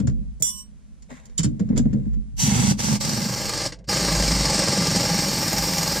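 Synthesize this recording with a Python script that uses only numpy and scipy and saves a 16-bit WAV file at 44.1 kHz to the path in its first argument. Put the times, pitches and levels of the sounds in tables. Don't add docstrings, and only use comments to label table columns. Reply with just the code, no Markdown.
import sys
import numpy as np
from scipy import signal
from scipy.fft import rfft, irfft, next_fast_len
from scipy.io import wavfile
from scipy.ndimage import uniform_filter1d

SR = 44100
rng = np.random.default_rng(int(sys.argv[2]) if len(sys.argv) > 2 else 0)


def voltage_ratio(level):
    return 10 ** (np.asarray(level, float) / 20)


def log_audio(samples):
    frames = np.atleast_2d(samples).T
    limited = np.clip(frames, -1, 1)
    pcm = np.round(limited * 32767).astype(np.int16)
    wavfile.write(sys.argv[1], SR, pcm)


N = 264600
TIME = np.arange(N) / SR
COARSE = TIME[::16]

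# (pulled [s], released [s], level [dB], spin-up [s], free spin before the pawl bites [s])
BURSTS = [
    (2.362, 2.714, -31, .04, .16),
    (2.768, 2.957, -32.5, .026, .012),
    (2.992, 3.675, -31.8, .019, .022),
    (3.871, 6.1, -27, .024, .012),
]
# (time [s], load on the nut [0-1], push on the linkage [dB])
HAND = [(2.4, .6, -21), (2.72, .8, -19), (2.76, .5, -30), (2.93, .35, -24.5), (3.03, .3, -29),
        (3.23, .2, -27), (3.42, .35, -37), (3.65, 1.1, -36), (3.9, .7, -32), (4.3, .7, -27), (4.58, 1, -29),
        (4.9, .8, -24), (5.25, .3, -29), (5.45, 0, -28.5), (6, .1, -33)]
# (frequency [Hz], width [Hz], level [dB])
HOUSING = [(560, 38, -0.5), (806, 42, -2), (864, 62, -3.5), (1192, 52, -4.5), (1600, 90, -11),
           (1720, 120, -10), (2060, 100, -10), (2380, 70, -12)]
HEAD = [(4430, 38, 0), (4656, 40, -4), (4920, 60, 1), (5185, 55, -1), (5440, 50, -3), (5590, 75, 2),
        (5932, 55, -2), (6250, 50, -6), (6740, 70, -2.5), (7400, 61, -7), (8070, 41, -7.5),
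        (8260, 130, -7.5), (9570, 36, -20)]
# (frequency [Hz], density [dB per Hz])
HOUSING_RASP = [(180, -35), (300, -1), (479, -15), (868, -9.5), (1040, -15), (1190, -5.5), (1330, -10),
                (3800, -12), (4940, -32), (8360, -120)]
HEAD_RASP = [(1650, -21), (2800, -8.5), (3400, -14), (4310, -0.5), (5400, -1.5), (6180, -7), (6680, -5.5),
             (8310, -7), (11500, -27), (15000, -53.5), (22000, -120)]
# (time [s], peak [dB], frequency [Hz], t60 [s])
THUMPS = [(0.0, -12.5, 200, 0.1), (0.033, -16.5, 125, 0.16), (.048, -18, 230, .08),
          (0.078, -12.5, 133.4, 0.13), (.402, -30, 140, .15), (1.112, -34, 249, 0.14),
          (1.391, -16, 165, 0.14), (1.444, -11.5, 200, 0.1), (1.462, -15, 140, .12), (1.46, -26, 302, .25),
          (1.596, -22, 250, .05), (1.606, -12, 190, 0.1), (1.7, -8, 232, 0.08), (1.728, -13, 204, 0.08),
          (1.75, -13, 215, .07), (1.774, -9, 199, 0.055), (1.797, -11, 236.6, 0.1), (1.855, -9, 227, 0.08),
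          (1.931, -18, 230, .05), (1.944, -11, 217, 0.07), (1.97, -20, 190, .08), (2.0, -24, 200, .1),
          (2.064, -20, 213.4, 0.12), (2.165, -27, 215, .12), (2.33, -38, 130, .15), (2.72, -13, 195, 0.06),
          (3.879, -24, 140, .07), (3.897, -23, 110, .1)]


def unit(x):
    return x / np.sqrt(np.mean(x ** 2) + 1e-20)


def along(points, hz):
    f, v = np.transpose(points)
    return np.interp(np.log(hz + 1), np.log(f + 1), v)


def curves(rows):
    s, *columns = np.transpose(rows)
    return [np.interp(TIME, s, column) for column in columns]


def filtered(x, response):
    m = next_fast_len(x.shape[-1] + 8192)
    spectrum = rfft(x, m) * response(np.fft.rfftfreq(m, 1 / SR))
    return irfft(spectrum, m)[..., :x.shape[-1]]


def resonances(peaks):
    def response(f):
        total = 0
        for k, (centre, width, db) in enumerate(peaks):
            damping = 1j * f * width
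            total = total + (-1) ** k * voltage_ratio(db) * damping / (centre * centre - f * f + damping)
        return total
    return response


def noise(length=N):
    return rng.standard_normal((2, length))


def uneven(length, db, size):
    return voltage_ratio(db * unit(uniform_filter1d(rng.standard_normal(length), size=size)))


def ring(modes, t, rise, scatter_db):
    hz, db, t60 = np.transpose(modes)[..., None]
    level = voltage_ratio(db + scatter_db * rng.standard_normal(hz.shape) - 60 * t / np.clip(t60, .01, 3))
    phase = 2 * np.pi * (hz * t + rng.random((2,) + hz.shape))
    return (level * np.sin(phase)).sum(1) * (1 - np.exp(-t / rise))


def add_at(out, s, sound):
    place = out[:, round(s * SR):][:, :sound.shape[1]]
    place += sound[:, :place.shape[1]]


def trigger(lag=0, fall_db_per_s=700):
    power, shape, free = np.zeros((3, len(COARSE)))
    for pulled, released, db, spin_up, free_s in BURSTS:
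        since = COARSE - pulled
        rise_db = -30 * np.clip(1 - since / (spin_up + lag), 0, 1)
        after = np.clip(COARSE - released, 0, 1)
        whirr = voltage_ratio(-24 - 300 * after) * (after > 0)
        fall = voltage_ratio(-fall_db_per_s * after) + whirr
        gain = np.clip(since / .008, 0, 1) * voltage_ratio(rise_db) * fall
        power = power + (voltage_ratio(db) * gain) ** 2
        shape = shape + gain ** 2
        free += (since > 0) * np.clip(2 - 2 * since / free_s, 0, 1)
    return [np.interp(TIME, COARSE, v) for v in (np.sqrt(power), np.sqrt(shape), free)]


def turns():
    # (time [s], speed [turns per s])
    crank = [(3.2, 24.212), (3.45, 26.077), (3.75, 20.931), (3.95, 25.06), (4.15, 26.89), (4.35, 22.777),
             (4.55, 21.479), (4.75, 21.748), (4.95, 21.496), (5.15, 21.968), (5.35, 20.808), (5.55, 18.778),
             (5.7, 20.413), (5.85, 21.536), (6, 20.913)]
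    return .186 + np.cumsum(curves(crank)[0]) / SR


def strokes(decay):
    # (place in the turn [0-1], body [dB], bright [dB], timing scatter [s])
    pawl = [
        (.7, -5, -14, .004),
        (.84, -2, -9, .003),
        (.07, 1, 0, .0008),
    ]
    body, bright = np.zeros((2, N))
    for place, body_db, bright_db, scatter in pawl:
        at = np.flatnonzero(np.diff(np.floor(turns() - place)))
        luck = rng.standard_normal((len(at), 3))
        at = np.clip(at + (luck[:, 0] * scatter * SR).astype(int), 0, N - 1)
        body[at] = voltage_ratio(body_db + 1.5 * luck[:, 1])
        bright[at] = voltage_ratio(bright_db + 2.5 * luck[:, 2])
    soft = filtered(body, lambda f: 1 / (1 + 1j * f / 1000) ** 2)
    return soft, bright, signal.lfilter([1], [1, -np.exp(-1 / (decay * SR))], bright)


def patches(x, depth_db):
    z = signal.stft(x, nperseg=512)[2]
    field = uniform_filter1d(rng.standard_normal(z.shape[1:]), size=4, axis=0)
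    field = uniform_filter1d(field, size=12, axis=1)
    return unit(signal.istft(z * voltage_ratio(depth_db * unit(field)), nperseg=512)[1][:, :N])


def rasp(drive, spectrum, peaks, ring_db, shaking=None):
    shaking = drive if shaking is None else shaking
    broad = unit(filtered(drive, lambda f: voltage_ratio(along(spectrum, f))))
    ringing = unit(filtered(shaking, resonances(peaks)))
    return unit(broad + voltage_ratio(ring_db) * ringing)


def ratchet(body, snaps, clicks):
    # (from [s], to [s])
    loading = (2.6, 3.2)
    # (time [s], level [dB])
    slips = [
        (3.241, 3),
        (4.97, 4),
    ]
    # (frequency [Hz], density [dB per Hz])
    whistle_colour = [(5880, -24), (10000, -3), (10800, -14), (11900, -4), (12500, 1), (13200, 0.5),
                      (14900, -2.5), (15200, -13)]
    # (frequency [Hz], width [Hz], level [dB])
    tick_modes = [(4500, 220, -3), (5600, 200, -2), (6750, 140, 0), (8100, 130, 2.5), (9700, 400, -10)]
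    # (frequency [Hz], width [Hz], level [dB])
    free_modes = [(840, 160, -3.5), (2180, 47, -7.5), (3420, 110, -7.5), (4630, 120, -0.5), (5140, 47, -5),
                  (5260, 45, -2.5), (5994, 150, 1.5), (6860, 57, -2), (6950, 55, -3), (7360, 70, -3),
                  (7750, 46, -7), (7880, 110, -2), (10170, 300, -17)]
    # (frequency [Hz], difference [dB])
    free_colour = [(300, -4.5), (600, -1.5), (900, -2), (1200, -2.5), (2000, 3.5), (3300, 4.5), (4600, -4),
                   (6000, -0.5), (8000, 0.5), (10300, 6), (13000, 8.5)]
    # (frequency [Hz], width [Hz], level [dB])
    racing = [(3050, 160, -11), (5880, 260, 0), (7450, 120, -7), (10300, 700, -12)]

    running, _, free_spin = trigger()
    clicks = clicks * np.interp(TIME, loading, (.4, 1))
    effort = curves(HAND)[0]
    slip_db = sum(db * np.exp(-((TIME - s) / .01) ** 2) for s, db in slips)
    head_db = 2.5 * effort + 3 * free_spin + slip_db
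    housing_db = -3.5 - 7 * free_spin - slip_db
    whistle_db = -10.5 - 10.5 * effort - slip_db

    grit = uneven(N, 1.3, 40)
    strain = 1 + .12 * np.cos(2 * np.pi * turns())
    chatter = patches(noise(), depth_db=1.18) * grit * (1 + 0.55 * clicks)
    shaking = patches(noise(), depth_db=1.8) * grit * (1 + .9 * clicks)
    blows = 40 * body * [[1], [-1]]

    head = rasp(chatter, HEAD_RASP, HEAD, ring_db=0, shaking=shaking)
    grinding = noise() * grit * strain * (1 + .8 * clicks) + blows
    housing = rasp(grinding, HOUSING_RASP, HOUSING, ring_db=3, shaking=shaking * strain + 1.1 * blows)
    hiss = noise() * grit * (1 + .9 * clicks)
    whistle = unit(filtered(hiss, lambda f: voltage_ratio(along(whistle_colour, f))))
    ticks = unit(filtered(snaps, lambda f: resonances(tick_modes)(f) / (1 + 1j * f / 9000) ** 2))
    loaded = head + voltage_ratio(housing_db) * housing + voltage_ratio(-13) * ticks

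    span = slice(round(2.3 * SR), round(3.3 * SR))
    free_head = rasp(chatter[:, span], HEAD_RASP, free_modes[2:], ring_db=-0.5, shaking=shaking[:, span])
    free_drive = (noise() * grit + blows)[:, span]
    free_housing = rasp(free_drive, HOUSING_RASP, free_modes[:2], ring_db=4)
    recolour = lambda f: voltage_ratio(along(free_colour, f))
    free = np.zeros((2, N))
    free[:, span] = filtered(free_head, recolour)
    free[:, span] += voltage_ratio(housing_db[span] - 0.5) * filtered(free_housing, recolour)
    free[:, span] += voltage_ratio(-1) * free_spin[span] * unit(filtered(chatter[:, span], resonances(racing)))

    load = np.interp(TIME, loading, (0, np.pi / 2))
    tool = np.cos(load) * free + np.sin(load) * loaded + voltage_ratio(whistle_db) * whistle
    return tool * voltage_ratio(head_db) * running


def coasting():
    # (time [s], level [dB], t60 [s])
    last_ticks = [
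        (3.721, -30.5, 0.076),
        (3.787, -53, 0.063),
        (3.841, -53, 0.053),
    ]
    # (from [s], to [s], frequency [Hz], level [dB])
    wake = (3.855, 4, 4648, -44)
    out, t = np.zeros((2, N)), np.arange(SR // 5) / SR
    for s, db, t60 in last_ticks:
        tick = rasp(noise(len(t)), HEAD_RASP, HEAD, ring_db=3)
        tick = tick + 0.83 * rasp(noise(len(t)), HOUSING_RASP, HOUSING, ring_db=-1)
        add_at(out, s, voltage_ratio(db - 60 * t / t60) * (1 - np.exp(-t / 0.0018)) * tick)
    start, end, hz, db = wake
    swell = np.clip((TIME - start) / (end - start), 0, 1) * (TIME < end)
    return out + voltage_ratio(db) * swell * np.sin(2 * np.pi * hz * TIME)


def clank():
    # (time [s], rise [s], stopped at [s], t60 once stopped [s], flutter [dB])
    blows = [
        (.4232, .0004, .495, .11, 2),
        (.462, .012, .51, .16, 3),
        (.4232, .045, .61, .15, 1.2),
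    ]
    # (frequency [Hz], level [dB], t60 [s])
    rings = [
        [(3300, -50, .2), (3365, -47, .2), (3413, -40, .5), (3465, -47, .2), (7080, -20, .03), (3900, -46, .12),
         (5141, -40, .6), (5846, -29, 0.25), (5932, -30, .4), (7190, -21, 0.37), (8050, -33, .15),
         (8180, -33, .6), (9045, -37, .1), (9609, -37.5, .5), (10870, -31.5, .2), (12870, -44, .22),
         (13125, -40.5, .3), (15035, -43, .4)],
        [(2040, -52, .2), (2110, -58, .15), (3350, -48, .2), (3418, -38, .3), (5270, -40, .4), (5480, -42, .3),
         (5841, -30, .3), (7273, -36, .3), (8134, -33, .3), (9620, -34, .3), (9814, -37, .3), (10870, -40, .3),
         (13950, -44, .3)],
        [(690, -63, .6), (1046, -52, 2), (2976, -43, 3.6), (5141, -45, .6), (5620, -40, 2), (8222, -38.5, 2),
         (8562, -42, .9), (11645, -39, 0.5), (12345, -37, .4), (14170, -42, .9)],
    ]
    out, t = np.zeros((2, N)), np.arange(SR // 2) / SR
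    for (s, rise, stop, t60, flutter_db), modes in zip(blows, rings):
        smother = voltage_ratio(-60 * np.clip(s + t - stop, 0, 1) / t60)
        for mode in modes:
            flutter = uneven(len(t), flutter_db, 250)
            add_at(out, s, ring([mode], t, rise, scatter_db=1.5) * flutter * smother)
    crack = voltage_ratio(-15.5 - 60 * t / .007) * np.diff(noise(len(t) + 1))
    add_at(out, blows[0][0], crack)
    return out


def contacts():
    # (time [s], peak [dB], t60 [s], share of ring [0-1], dullness [dB per octave])
    touches = [(0.0, -18, 0.015, 0.1, 5), (0.004, -30, 0.08, 0, 12), (0.0706, -25, 0.09, 0.3, 5),
               (1.0217, -43, 0.098, 0.5, 0), (1.2535, -38, 0.06, 0.3, -4), (1.2945, -50, 0.1, 0.2, 3.5),
               (1.3755, -32, .03, 0, -3), (1.3785, -11.5, 0.035, 0.6, -5), (1.3845, -14, .03, .6, -1.5),
               (1.3885, -16, .08, .3, -1.5), (1.3933, -22, 0.08, 0.3, 1), (1.4312, -15, 0.07, 0.7, 1.5),
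               (1.4422, -16, 0.06, 0.55, 3), (1.452, -27, .07, .3, 4), (1.5931, -31, 0.07, 0, 6),
               (1.597, -29, .05, .1, 8), (1.6885, -30, 0.06, 0, 9), (1.759, -29, 0.07, 0, 7),
               (1.7669, -22, .05, .1, 7), (1.7752, -14, 0.04, 0.3, -4), (1.7765, -18, .04, .1, 7),
               (1.7785, -21, .04, .35, -3), (1.789, -25, .05, .15, 3), (1.8533, -35, .06, 0, 10),
               (1.9295, -29, 0.045, 0, 6), (1.993, -40, .04, 0, 13), (2.0503, -43, .05, 0, 10),
               (2.1326, -41, 0.06, 0.1, 5)]
    # (frequency [Hz], level [dB], t60 [s])
    socket = [(3060, -15, .07), (3400, -16, .07), (3760, -17, .09), (4330, -15, .07), (4860, -12, 0.07),
              (5430, -13, .1), (5820, -16, .08), (6100, -21, .14), (6850, -14, .11), (7080, 3, 0.04),
              (7270, -9, .07), (7700, -12, .06), (8350, -10, 0.06), (9640, -13, .045)]
    # (frequency [Hz], density [dB per Hz])
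    scuff_colour = [(240, -39.5), (400, -5), (800, -17), (1250, -13), (1800, -12.5), (2600, -15),
                    (3420, -12.5), (3980, -14.5), (4430, -8.5), (6290, -9.5), (7100, -1), (7660, -13),
                    (15200, -22)]
    out, t = np.zeros((2, N)), np.arange(SR // 4) / SR
    for s, db, t60, share, dull_db in touches:
        def colour(f):
            tilt_db = -dull_db * np.log2((f + 400) / 4000)
            return voltage_ratio(along(scuff_colour, f) + tilt_db) / (1 + (f / 11500) ** 6)
        scuff = unit(filtered(noise(len(t)) * uneven(len(t), 3.1, 90), colour))
        top = filtered(scuff, lambda f: 1 / (1 + (10500 / (f + 1)) ** 8))
        scuff = scuff - top * (1 - voltage_ratio(-60 * t / .09))
        scuff = scuff * voltage_ratio(-60 * t / t60) * (1 - np.exp(-t / .0028))
        ringing = ring(socket, t, rise=.001, scatter_db=4.5)
        add_at(out, s, voltage_ratio(db - 6) * ((1 - share) * scuff + share * ringing))
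    return out


def rubs():
    # (time [s], length [s], level [dB], dullness [dB per octave], lowest frequency [Hz])
    slides = [(0.397, 0.022, -46, 0, 4800), (.395, .06, -51, 12, 330), (.42, .13, -41, 2, 5600),
              (.51, .14, -48, 5, 5600), (1.086, 0.062, -45, 5.5, 350), (1.09, 0.15, -53, 5, 890),
              (1.1, .3, -62, 5, 500), (3.72, .17, -57, 12, 300), (1.705, .05, -54, 16, 900),
              (1.585, .08, -43, 55, 400), (1.7, .12, -39, 55, 400), (1.845, .06, -44, 55, 400),
              (1.925, .09, -43, 55, 400), (1.42, .95, -65, 5, 700)]
    # (frequency [Hz], width [Hz], level [dB])
    rubbed = [(533, 220, 0.5), (1180, 220, -3), (1950, 300, -4), (2880, 200, -5.5), (3750, 250, -9.5),
              (5280, 300, -6), (7200, 890, -5), (9600, 500, -11.5)]
    out = np.zeros((2, N))
    for s, length, db, dull_db, low_hz in slides:
        n = round(length * SR)
        grains = noise(n) * uneven(n, 2.5, 120)

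        def colour(f):
            tilt = voltage_ratio(-dull_db * np.log2((f + 400) / 4000))
            high_pass = (f / low_hz) ** 6 / (1 + (f / low_hz) ** 6)
            return (.25 + resonances(rubbed)(f)) * tilt * high_pass / (1 + (f / 11000) ** 6)
        stroke = np.sin(np.linspace(.2, np.pi, n)) ** 2
        add_at(out, s, voltage_ratio(db) * unit(filtered(grains, colour)) * stroke)
    return out


def handling():
    # (time [s], level [dB], half width [s])
    pushes = [(.2, -34, .14), (1.47, -36, .07), (1.85, -33, .15), (2.13, -32, .1), (2.55, -39, .4),
              (3.6, -44, .28), (4.29, -25.5, .2), (5.1, -40.5, .45), (5.61, -31, .06), (5.9, -43, .2)]
    since = np.array([np.clip(COARSE - s, 0, 2) for s, *_ in THUMPS])
    peak_db = np.array(THUMPS)[:, 1:2]
    after = voltage_ratio(peak_db - 9 - 60 * since / .6) * (1 - np.exp(-since / .02))
    swing = sum(voltage_ratio(db - 6 * ((COARSE - s) / width) ** 2) ** 2 for s, db, width in pushes)
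    powers = (after ** 2).sum(0) + voltage_ratio(-54) ** 2, swing + voltage_ratio(-57) ** 2
    return [np.interp(TIME, COARSE, np.sqrt(p)) for p in powers]


def frame(hits):
    # (frequency [Hz], width [Hz], level [dB])
    early_modes = [(75, 13, -12.5), (126, 23.2, -3), (163.6, 30, -4.5), (207.5, 13.6, 1.5),
                   (242.8, 34, -9.5), (296.4, 18, -15.5), (520, 140, -28)]
    late_modes = [(87, 25, -14), (128, 22, -7), (153, 26, -2.5), (174, 30, 0), (204, 30, -4),
                  (265, 70, -13)]
    on = sum((TIME > pulled) & (TIME < released) for pulled, released, *_ in BURSTS)
    drive = noise() + 40 * on * hits * [[1], [-1]]

    def drummed(modes):
        band = lambda f: 1j * f / (70 + 1j * f) / (1 + 1j * f / 400) ** 2
        return unit(filtered(drive, lambda f: resonances(modes)(f) * band(f)))
    turnover = np.interp(TIME, (3.3, 3.9), (0, np.pi / 2))
    drum = np.cos(turnover) * drummed(early_modes) + np.sin(turnover) * drummed(late_modes)

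    drift = .9 * unit(uniform_filter1d(uniform_filter1d(noise(), size=4000), size=4000))
    sway = np.sqrt(2) * np.sin(2 * np.pi * 52.3 * TIME + drift)
    sway = sway + .35 * unit(filtered(noise(), lambda f: resonances([(50, 60, 0)])(f) ** 4))

    knocked, swing = handling()
    worked = voltage_ratio(curves(HAND)[1]) * trigger(lag=.04, fall_db_per_s=110)[1]
    out = np.hypot(knocked, worked) * drum + swing * sway
    t = np.arange(SR // 4) / SR
    for s, db, hz, t60 in THUMPS:
        modes = [(hz, 0, t60), (hz * 1.46, -12, t60 * 0.23), (hz * .6, -8, t60),
                 (285, -13, .08), (385, -27, .05), (540, -26, .05)]
        add_at(out, s, voltage_ratio(db + 4.5) * ring(modes, t, rise=0.007, scatter_db=-1.5))
    return out


def walls(x, t60):
    t = np.arange(SR // 3) / SR
    tail = filtered(noise(len(t)), lambda f: 1 / (1 + f / 5000)) * voltage_ratio(-60 * t / t60)
    return signal.fftconvolve(x, unit(tail) / np.sqrt(len(t)), axes=1)[:, :N]


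def still_air():
    # (frequency [Hz], density [dB per Hz])
    colour = [(18, -29), (30, 0), (62, 0), (136, -19.5), (211, -2), (288, -25), (612, -28), (754, -33),
              (7060, -40), (9640, -42), (15000, -69)]
    # (time [s], level [dB])
    level = [
        (0, -53),
        (2.3, -53.5),
        (3.7, -73),
        (6, -73.5),
    ]
    return voltage_ratio(curves(level)[0]) * unit(filtered(noise(), lambda f: voltage_ratio(along(colour, f))))


def ports(pair):
    # (frequency [Hz], level re mid [dB], share in phase with mid [-1-1], share a quarter cycle ahead [-1-1])
    spread = [(50, 10.5, -0.69, .1), (90, -6.5, -.2, -.4), (140, -12.5, 0, -.3), (210, -6.5, .1, .6),
              (310, 0, .5, .5), (600, -4, .2, -.2), (1200, 2, -.15, 0), (2400, -2.5, -.1, 0),
              (4000, -9, 0, 0), (6000, 3.5, -0.073, -0.064), (9000, 1, -.2, 0), (13000, -2, -.65, 0)]
    hz, db, alike, ahead = np.transpose(spread)
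    read = lambda v, f: along(np.transpose([hz, v]), f)

    def response(f):
        tied = read(alike, f) + 1j * read(ahead, f)
        own = np.sqrt(np.clip(1 - abs(tied) ** 2, 0, 1))
        return voltage_ratio(read(db, f)) * np.array([tied, own])
    side = filtered(pair, response).sum(0)
    return np.array([pair[0] + side, pair[0] - side])


def scene():
    body, snaps, clicks = strokes(decay=0.006)
    near = ratchet(body, snaps, clicks) + contacts() + rubs() + coasting() + clank()
    return ports(near + voltage_ratio(-14) * walls(near, t60=0.14) + frame(body) + still_air())


def top_cut(x):
    return signal.sosfilt(signal.butter(12, 15350, fs=SR, output="sos"), x)


def record(dry):
    # (from [s], loss after one second [dB])
    fold = [
        (2.8, 50),
        (3.35, 60),
    ]
    # (deep bass below [Hz], untouched above [Hz])
    fold_hz = (92, 11700)
    mid, side = (dry[0] + dry[1]) / 2, (dry[0] - dry[1]) / 2
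    low, high = fold_hz
    bands = filtered(side, lambda f: np.array([(f >= low) & (f < high), f < low, f >= high]))
    fade_db = [-db * np.clip(TIME - s, 0, 1.4) ** 2 for s, db in fold]
    side = (bands * voltage_ratio(fade_db + [np.zeros(N)])).sum(0)
    both = np.array([mid + side, mid - side])
    both = both / (1 + abs(both / .5) ** 3) ** (1 / 3)
    return top_cut(both)


dry = scene()
out = record(dry)
log_audio(out)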